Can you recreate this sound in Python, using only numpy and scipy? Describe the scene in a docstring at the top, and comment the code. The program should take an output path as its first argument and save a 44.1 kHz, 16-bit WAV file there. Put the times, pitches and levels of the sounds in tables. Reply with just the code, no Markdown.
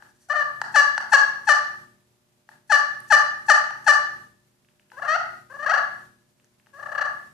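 """A bare, lively room, where a wooden striker is dragged over the slate of a pot call.
The tip sticks and slips hundreds of times a second, and that force rings the resonances of slate and pot.
A short yelp of sliding contacts opens; sharp clucks follow, a squeak breaking to a lower note; then purrs
in which the tip slides and hops along. Hisses of the free tip, taps and dry shaft ticks are strewn about.
Appliances hum faintly under air and hiss. The recorder ducks loud notes, rounds peaks, turns the quiet down."""
import sys
import numpy as np
from scipy import signal
from scipy.fft import rfft, irfft
from scipy.io import wavfile
from scipy.ndimage import uniform_filter1d

SR = 44100
rng = np.random.default_rng(int(sys.argv[2]) if len(sys.argv) > 2 else 0)


def log_audio(samples):
    """Write samples as a 16-bit WAV file to the path given in sys.argv[1]."""
    # one column per channel
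    frames = np.atleast_2d(samples).T
    # limit to full scale, then quantise
    limited = np.clip(frames, -1, 1)
    pcm = np.round(limited * 32767).astype(np.int16)
    wavfile.write(sys.argv[1], SR, pcm)


def to_linear_factor(level_db):
    """Convert decibel levels (scalar or array-like) to linear amplitude factors."""
    exponent = np.asarray(level_db, float) / 20
    return 10 ** exponent


N = 323253

# Clucks. Each row: time of the pitch break in seconds, relative level in dB, mid-note pitch in Hz,
# squeak length in seconds, note length in seconds.
CLUCK_STROKES = [(0.758, -11.5, 573.5, .020, .05), (1.133, -7.5, 555.3, 0.017, .024),
                 (1.489, -10.5, 587.1, 0.022, .034), (2.719, -11.5, 579.7, 0.027, .037),
                 (3.122, -7, 587.8, 0.024, .03), (3.499, -6.5, 587.4, 0.019, .022),
                 (3.879, -8.5, 583.6, .018, .034)]
# The tip stays down and slides. 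Each row: start in seconds, relative level in dB, length in seconds,
# settling pitch in Hz, final pitch in Hz.
SLIDING_CONTACTS = [(0.284, -38.5, 0.022, 731, 710), (0.295, -18.5, .037, 587.8, 638),
                    (0.333, -27, 0.029, 733, 630), (0.347, -19.5, .082, 606, 568.5),
                    (4.925, -38.5, .049, 500, 517), (4.966, -30, .035, 540, 727),
                    (5.03, -28, 0.034, 689, 692), (5.074, -16.5, .09, 618, 744),
                    (5.496, -32.5, .034, 512, 606), (5.536, -31, 0.033, 557, 600),
                    (5.588, -27.5, .038, 576, 620), (5.624, -23.5, 0.026, 605, 663),
                    (5.69, -15.5, .034, 620, 828), (6.727, -36.5, 0.067, 554, 670)]
# The tip bounces along in a purr. Each row: start in seconds, relative level in dB, length in seconds.
HOPPING_CONTACTS = [(5.018, -22.5, .018), (5.045, -23.5, .031), (5.658, -18, .03), (5.732, -16, .034),
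                    (5.771, -17.5, .026), (6.79, -30.5, 0.025), (6.825, -27, 0.016), (6.856, -26.5, .019),
                    (6.884, -29.5, 0.018), (6.915, -24.5, .02), (6.947, -22.5, 0.017), (6.976, -19, .022),
                    (7.008, -17.5, .021), (7.049, -21, .019)]
# The tip brushes the slate without gripping. Each row: start in seconds, relative level in dB,
# length in seconds.
LOOSE_BRUSHES = [(.07, -44, 0.057), (0.138, -44, 0.055), (.185, -36.5, .09), (.282, -32.5, .025)]
# The tip is set down on the slate. Each row: time in seconds, relative level in dB.
TIP_TAPS = [(0.023, -35.5), (0.615, -12), (0.978, -11.5), (2.489, -33), (3.706, -24), (4.917, -34.5),
            (6.668, -44)]
# Small dry ticks of the shaft. Each row: time in seconds, relative level in dB, upper ring in Hz.
SHAFT_TICKS = [(3.0037, -37.5, 10630), (4.648, -46, 2770), (4.687, -42, 2750), (4.797, -39, 2750),
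               (4.902, -39, 2790), (6.399, -44, 2700), (6.445, -44, 6330), (6.599, -41.5, 2660),
               (6.662, -43, 2760)]
# Resonances of slate and pot. Each row: centre in Hz, width in Hz, relative level in dB,
# left over right in dB.
BODY_MODES = [(620, 600, -25.5, -4), (862.3, 85, 0.5, 3.5), (1227, 520, -5.5, 10), (1713, 204, 5.5, 9.5),
              (2834, 506, -12, 6.5), (3977, 15, -17.5, -7.5), (4480, 475, -14, -5), (5827, 500, -13.5, 6),
              (7360, 1900, -23, 0.5), (10000, 5300, -34.5, -20.5), (12400, 2100, -32.5, -11)]
# Dead zones between the modes. Each row: centre in Hz, width in Hz, depth from 0 to 1.
DEAD_ZONES = [(1040, 57, 0.5), (2218, 1480, 0.88), (3740, 450, 0), (5000, 440, 0.7)]
# Echoes off the first walls. Each row: delay in seconds, left level in dB, right level in dB.
WALL_ECHOES = [(.025, -20, -12.5), (.031, -19.5, -22), (0.035, -26.5, -21), (.046, -17, -16.5),
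               (.062, -32, -34), (0.067, -22, -22.5)]
# Decay of the room tail. Each row: octave centre in Hz, time to fall 60 dB in seconds,
# left over right in dB.
ROOM_DECAY = [(500, 0.51, 2.5), (990, 0.56, 1.5), (1820, 0.54, 3.5), (4330, 0.52, 0), (7400, 0.34, 2),
              (12010, 0.32, -6)]
# Hum lines of the appliances. Each row: frequency in Hz, relative level in dB.
HUM_LINES = [(120, -71.5), (147.5, -74.5), (200.5, -73), (238, -75.5), (360, -73.5), (599, -76.5)]
# Spectrum of air and hiss. Each row: frequency in Hz, relative level in dB.
AIR_SPECTRUM = [(12, -48.5), (20, -12), (153, 0.5), (175, -9), (245, -3), (534, -10), (597, -15),
                (667, -10), (2470, -16.5), (13500, -19.5), (15500, -31)]
# Likeness of the air in the two channels. Each row: frequency in Hz, likeness from 0 to 1.
AIR_WIDTH = [(30, 0), (150, .6), (600, 0), (3000, 0.069), (12000, 0.082)]


def clucks():
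    """The tip squeaks high while it grips, tears loose with a rasp, drops and holds a lower note until lifted."""
    squeak_hz, squeak_sag_hz_per_s, note_sag_hz_per_s = 887.7, 2700, 220
    break_s, overshoot, settle_s = 0.0034, 0.09, 0.007
    note_fade_db, let_go_s = -3.5, 0.0058
    force = np.zeros(N)
    for s, db, note_hz, squeak_s, note_s in CLUCK_STROKES:
        t = np.arange(-squeak_s - .015, note_s + 0.048, 1 / SR)   # 0 at the pitch break
        after = np.maximum(t, 0)
        loose = .5 + .5 * np.tanh(t / break_s)
        squeak = squeak_hz - squeak_sag_hz_per_s * np.maximum(t + squeak_s, 0)
        note = note_hz * (1 + overshoot * np.exp(-after / settle_s))
        note = note - note_sag_hz_per_s * (t - note_s / 2)
        pitch = squeak + loose * (note - squeak)
        weaker_squeak = to_linear_factor(-9.5 * (1 - loose))
        onset = 1 / (1 + np.exp(-(t + 0.76 * squeak_s) / 0.0016))
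        squeak_swell = to_linear_factor(4.0 * np.minimum(t / squeak_s, 0))
        held = to_linear_factor(note_fade_db * after / note_s) * np.exp(-np.maximum(t - note_s, 0) / let_go_s)
        rasp = 1.3 + 1.5 * np.exp(-(t / .006) ** 2)
        dull_hz = 11000 - 4000 * loose * (1 - np.exp(-after / 0.036))   # the note dulls as it goes on
        level = to_linear_factor(db) * weaker_squeak * onset * squeak_swell * held
        add(force, s + t[0], level * slips(pitch, 0.47, dull_hz, rasp))
    return force


def skips():
    """Each light contact settles from its landing pitch, then bends to its final one as the tip loads up.
    A deep drop in pitch on landing comes with a brief extra press of the tip."""
    landing_s, bend, edge_s = 0.0021, 3.0, 0.0017
    jolt, jolt_s = 1.6, 0.0079
    force = np.zeros(N)
    for s, db, length_s, landing_hz, settled_hz, final_hz, swell_db in contacts():
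        t = np.arange(0, length_s, 1 / SR)
        pitch = settled_hz + (landing_hz - settled_hz) * np.exp(-t / landing_s)
        pitch = pitch + (final_hz - settled_hz) * (t / length_s) ** bend
        edges = np.minimum(t / (edge_s + 0.26 * length_s), (length_s - t) / edge_s)
        contact = np.sin(np.pi / 2 * np.clip(edges, 0, 1))
        dull_hz = 4600 * to_linear_factor(0.18 * (db + 36.0))   # a lighter touch releases more softly
        tilt = .5 - 0.064 * (db + 11.5)   # and leans toward the fundamental
        pressed = 1 + jolt * (landing_hz / settled_hz - 1) * np.exp(-((t - jolt_s) / 0.0012) ** 2)
        level = to_linear_factor(db + swell_db * t / length_s) * contact * pressed
        add(force, s, level * slips(pitch, tilt, dull_hz, 0.45, waver=.014))
    return force


def contacts():
    """Drags and hops in order; a landing soon after a jump starts near the pitch the jump left off at.
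    Gives start s, dB, length s, landing Hz, settling Hz, final Hz and level change in dB."""
    hop_low_hz, hop_top_hz, top_at_db, hop_hz_per_db = 550.2, 748.3, -23, 6.5   # harder hops climb higher
    drag_swell_db, hop_swell_db = -4, -8
    carry, carry_s = 0.78, .03
    moves = [(*drag, drag_swell_db) for drag in SLIDING_CONTACTS]
    for s, db, length_s in HOPPING_CONTACTS:
        final_hz = hop_top_hz + hop_hz_per_db * (db - top_at_db)
        moves.append((s, db, length_s, hop_low_hz, final_hz, hop_swell_db))
    rows, left_s, left_hz = [], -1, 0
    for s, db, length_s, settled_hz, final_hz, swell_db in sorted(moves):
        landing_hz = settled_hz + carry * (left_hz - settled_hz) * (s - left_s < carry_s)
        rows.append((s, db, length_s, landing_hz, settled_hz, final_hz, swell_db))
        left_s, left_hz = s + length_s, final_hz
    return rows


def slips(pitch_hz, tilt, dull_hz, grit, waver=.008):
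    """Stick-slip force: one release a cycle, rounded above dull_hz, with fine slate grit torn loose each time."""
    wavering_hz = pitch_hz * (1 + waver * drift(140, size=len(pitch_hz)))
    turn = 2 * np.pi * np.cumsum(wavering_hz) / SR
    k = np.arange(1, 24)[:, None]   # harmonic numbers
    harmonics = k ** -tilt * np.cos(k * turn) / (1 + (k * pitch_hz / dull_hz) ** 4)
    release = rms_one(np.sum(harmonics, axis=0))
    fine = signal.lfilter([1, -1], [1, -.6], rng.standard_normal(len(turn)))
    return release + grit * np.maximum(np.cos(turn), 0) ** 2 * fine


def scrapes():
    """Bright hiss of the tip sliding free: loose brushes, and a short swell leading into each squeak."""
    lead_s, lead_db = 0.022, -25.5   # level is relative to the cluck
    force = np.zeros(N)
    leads = [(s - squeak_s - lead_s, db + lead_db, 1.3 * lead_s) for s, db, _, squeak_s, _ in CLUCK_STROKES]
    for s, db, length_s in LOOSE_BRUSHES + leads:
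        t = np.arange(0, length_s, 1 / SR)
        hiss = np.diff(rng.standard_normal(len(t) + 2), n=2)   # differencing brightens the noise
        add(force, s, to_linear_factor(db) * np.sin(np.pi * t / length_s) * hiss)
    return force


def taps():
    """Short rounded pushes with a faint rattle; a straight blow stirs the region around 1100 Hz less than dragging."""
    soft_s, lift_db, missed = .00008, 18.5, 0.43
    force, t = np.zeros(N), np.arange(0, .01, 1 / SR)
    for s, db in TIP_TAPS:
        push = t / soft_s * np.exp(-t / soft_s)
        rattle = 0.078 * np.exp(-t / 0.0035) * rng.standard_normal(len(t))
        add(force, s + 0.00064, to_linear_factor(db + lift_db) * (push + rattle))
    return force - missed * resonance(force, 1100, 1000)


def pot_call(force):
    """The force rings the resonances of slate and pot; each radiates a little to one side."""
    out = np.zeros((2, N))
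    for k, (hz, width, db, side_db) in enumerate(BODY_MODES):
        sides = to_linear_factor([[side_db / 2], [-side_db / 2]])
        out = out + (-1) ** k * to_linear_factor(db) * sides * resonance(force, hz, width)   # signs alternate
    for hz, width, depth in DEAD_ZONES:
        out = out - depth * resonance(out, hz, width)
    no_bass = signal.butter(4, 480, "high", fs=SR, output="sos")   # a small pot has no bass
    return to_linear_factor(8.0) * signal.sosfilt(no_bass, out)


def ticks():
    """Dry clicks of the wooden shaft, ringing for a few milliseconds."""
    out, click = np.zeros(N), np.eye(1, 600)[0]
    for s, db, hz in SHAFT_TICKS:
        upper = resonance(resonance(click, hz, .25 * hz), hz, .4 * hz)
        lower = resonance(click, 1700, 250)
        add(out, s, to_linear_factor(db + 23.0) * (upper - lower))
    return out


def room(direct):
    """A few wall echoes, then a dense tail that builds up and dies octave by octave."""
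    build_s, tail_gain = 0.029, .7 * to_linear_factor(-2.5)
    t, reply = np.arange(SR) / SR, np.zeros((2, SR))
    for hz, t60, side_db in ROOM_DECAY:
        octave = signal.butter(2, [hz / 2 ** .5, hz * 2 ** .5], "band", fs=SR, output="sos")
        decay = to_linear_factor(-60 * t / t60 + [[side_db / 2], [-side_db / 2]])
        reply += signal.sosfilt(octave, rng.standard_normal((2, SR))) * decay
    reply *= 1 - np.exp(-(t / build_s) ** 2)
    reply *= tail_gain / np.sqrt(np.sum(reply ** 2) / 2)
    for delay_s, left_db, right_db in WALL_ECHOES:
        reply[:, round(delay_s * SR)] += to_linear_factor([left_db, right_db])
    return signal.fftconvolve(direct.mean(axis=0, keepdims=True), reply, axes=1)[:, :N]


def earlier_note():
    """The room still rings with a note played just before the start."""
    db, note_s, ago_s = -47, 0.051, 0.098
    force = np.zeros(N)
    falling_hz = np.linspace(860, 560, round(note_s * SR))
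    add(force, 0, to_linear_factor(db) * slips(falling_hz, 0.68, 6000, 0.66))
    ago = round(ago_s * SR)
    return np.pad(room(pot_call(force))[:, ago:], ((0, 0), (0, ago)))


def background():
    """Room air and microphone hiss as shaped stereo noise, with hum lines that waver in level and phase."""
    air_db, hum_lift_db = -58.5, 8
    hz = np.fft.rfftfreq(N, 1 / SR)
    mid, side = rfft(rng.standard_normal((2, N)))
    alike = at_hz(AIR_WIDTH, hz)
    stereo = np.sqrt(1 + alike) * mid + np.sqrt(1 - alike) * side * [[1], [-1]]
    air = irfft(to_linear_factor(at_hz(AIR_SPECTRUM, hz)) * stereo, N)
    t, hum = np.arange(N) / SR, np.zeros(N)
    for f, db in HUM_LINES:
        level = to_linear_factor(db + hum_lift_db + 1.5 * drift(3))
        hum += level * np.sin(2 * np.pi * f * t + .4 * drift(3))
    return to_linear_factor(air_db) * rms_one(air) + hum


def resonance(x, hz, width):
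    """Two-pole ring with gain 1 on top."""
    r = np.exp(-np.pi * width / SR)
    poles = [1, -2 * r * np.cos(2 * np.pi * hz / SR), r * r]
    return (1 - r * r) / 2 * signal.lfilter([1, 0, -1], poles, x + 1e-18)


def drift(rate, size=N):
    """Smooth chance that changes about rate times a second; spread 1."""
    knots = rng.standard_normal(size // 20 + 400)   # one knot every 20 samples
    r = np.exp(-40 * np.pi * rate / SR)
    slow = signal.lfilter([1], [1, -2 * r, r * r], knots)[398:]
    return np.interp(np.arange(size) / 20, np.arange(len(slow)), rms_one(slow))


def rms_one(x):
    """Scale to rms 1."""
    return x / np.sqrt(np.mean(x ** 2) + 1e-20)


def at_hz(points, hz):
    """Read a table on a log-frequency axis."""
    table_hz, values = np.transpose(points)
    return np.interp(np.log(hz + 1), np.log(table_hz), values)


def add(track, s, piece):
    """Mix a piece into a track from s seconds on."""
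    at = round(s * SR)
    track[at:at + len(piece)] += piece


def scene():
    """The call, its room and the background."""
    direct = pot_call(clucks() + skips() + scrapes() + taps()) + ticks()
    direct[0, 1:] = direct[0, :-1]   # the left port is a hair farther away: one sample
    return direct + room(direct) + earlier_note() + background()


def bass_of(x):
    """What lies under the call's lowest note, filtered without delay."""
    return signal.sosfiltfilt(signal.butter(3, 440, fs=SR, output="sos"), x)


def held_level(x, fall_db_s):
    """Level in dB that jumps up at once and falls at no more than a set rate."""
    db = 10 * np.log10(uniform_filter1d(np.mean(x ** 2, axis=0), 256) + 1e-12)
    ramp = fall_db_s * np.arange(N) / SR
    return np.maximum.accumulate(db + ramp) - ramp


def eased(db, ease_s):
    """One-pole smoothing of a gain in dB, given back as a factor."""
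    r = np.exp(-1 / (ease_s * SR))
    return to_linear_factor(signal.lfilter([1 - r], [1, -r], db, zi=[r * db[0]])[0])


def roll_off(x):
    """The treble ends steeply here."""
    return signal.sosfilt(signal.butter(12, 15100, fs=SR, output="sos"), x)


def record(dry):
    """An expander turns the quiet down, slower in the bass; a compressor ducks loud notes; peaks are rounded."""
    gate_db, slope, depth_db = -44, .55, 13
    bass_gate_db, bass_slope, bass_depth_db = -35.5, 0.53, 13.5
    limit_db, squeeze = -11, 0.32
    quiet_db = np.clip(slope * (held_level(dry, 120.0) - gate_db), -depth_db, 0)
    sinking_db = np.clip(bass_slope * (held_level(dry, 92.0) - bass_gate_db), -bass_depth_db, 0)
    masked_db = -.8 * np.maximum(held_level(dry, 250.0) + 18, 0)   # loud notes push the bass down
    bass = bass_of(dry)
    gated_bass = bass * eased(sinking_db, 0.045) * eased(masked_db, 0.0041)
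    gated_rest = (dry - bass) * eased(quiet_db, 0.002) * eased(0.274 * sinking_db, .01)
    duck_db = -squeeze * np.maximum(held_level(dry, 110.0) - limit_db, 0)
    ducked = (gated_bass + gated_rest) * eased(duck_db, 0.0034)
    rounded = .97 * np.tanh(ducked / .97)
    rounded += bass_of(ducked - rounded)   # only the bright peaks are rounded
    dulled = signal.sosfilt(signal.butter(2, 12500, fs=SR, output="sos"), rounded)   # microphone roll-off
    return roll_off(dulled)


dry = scene()
out = record(dry)
log_audio(out)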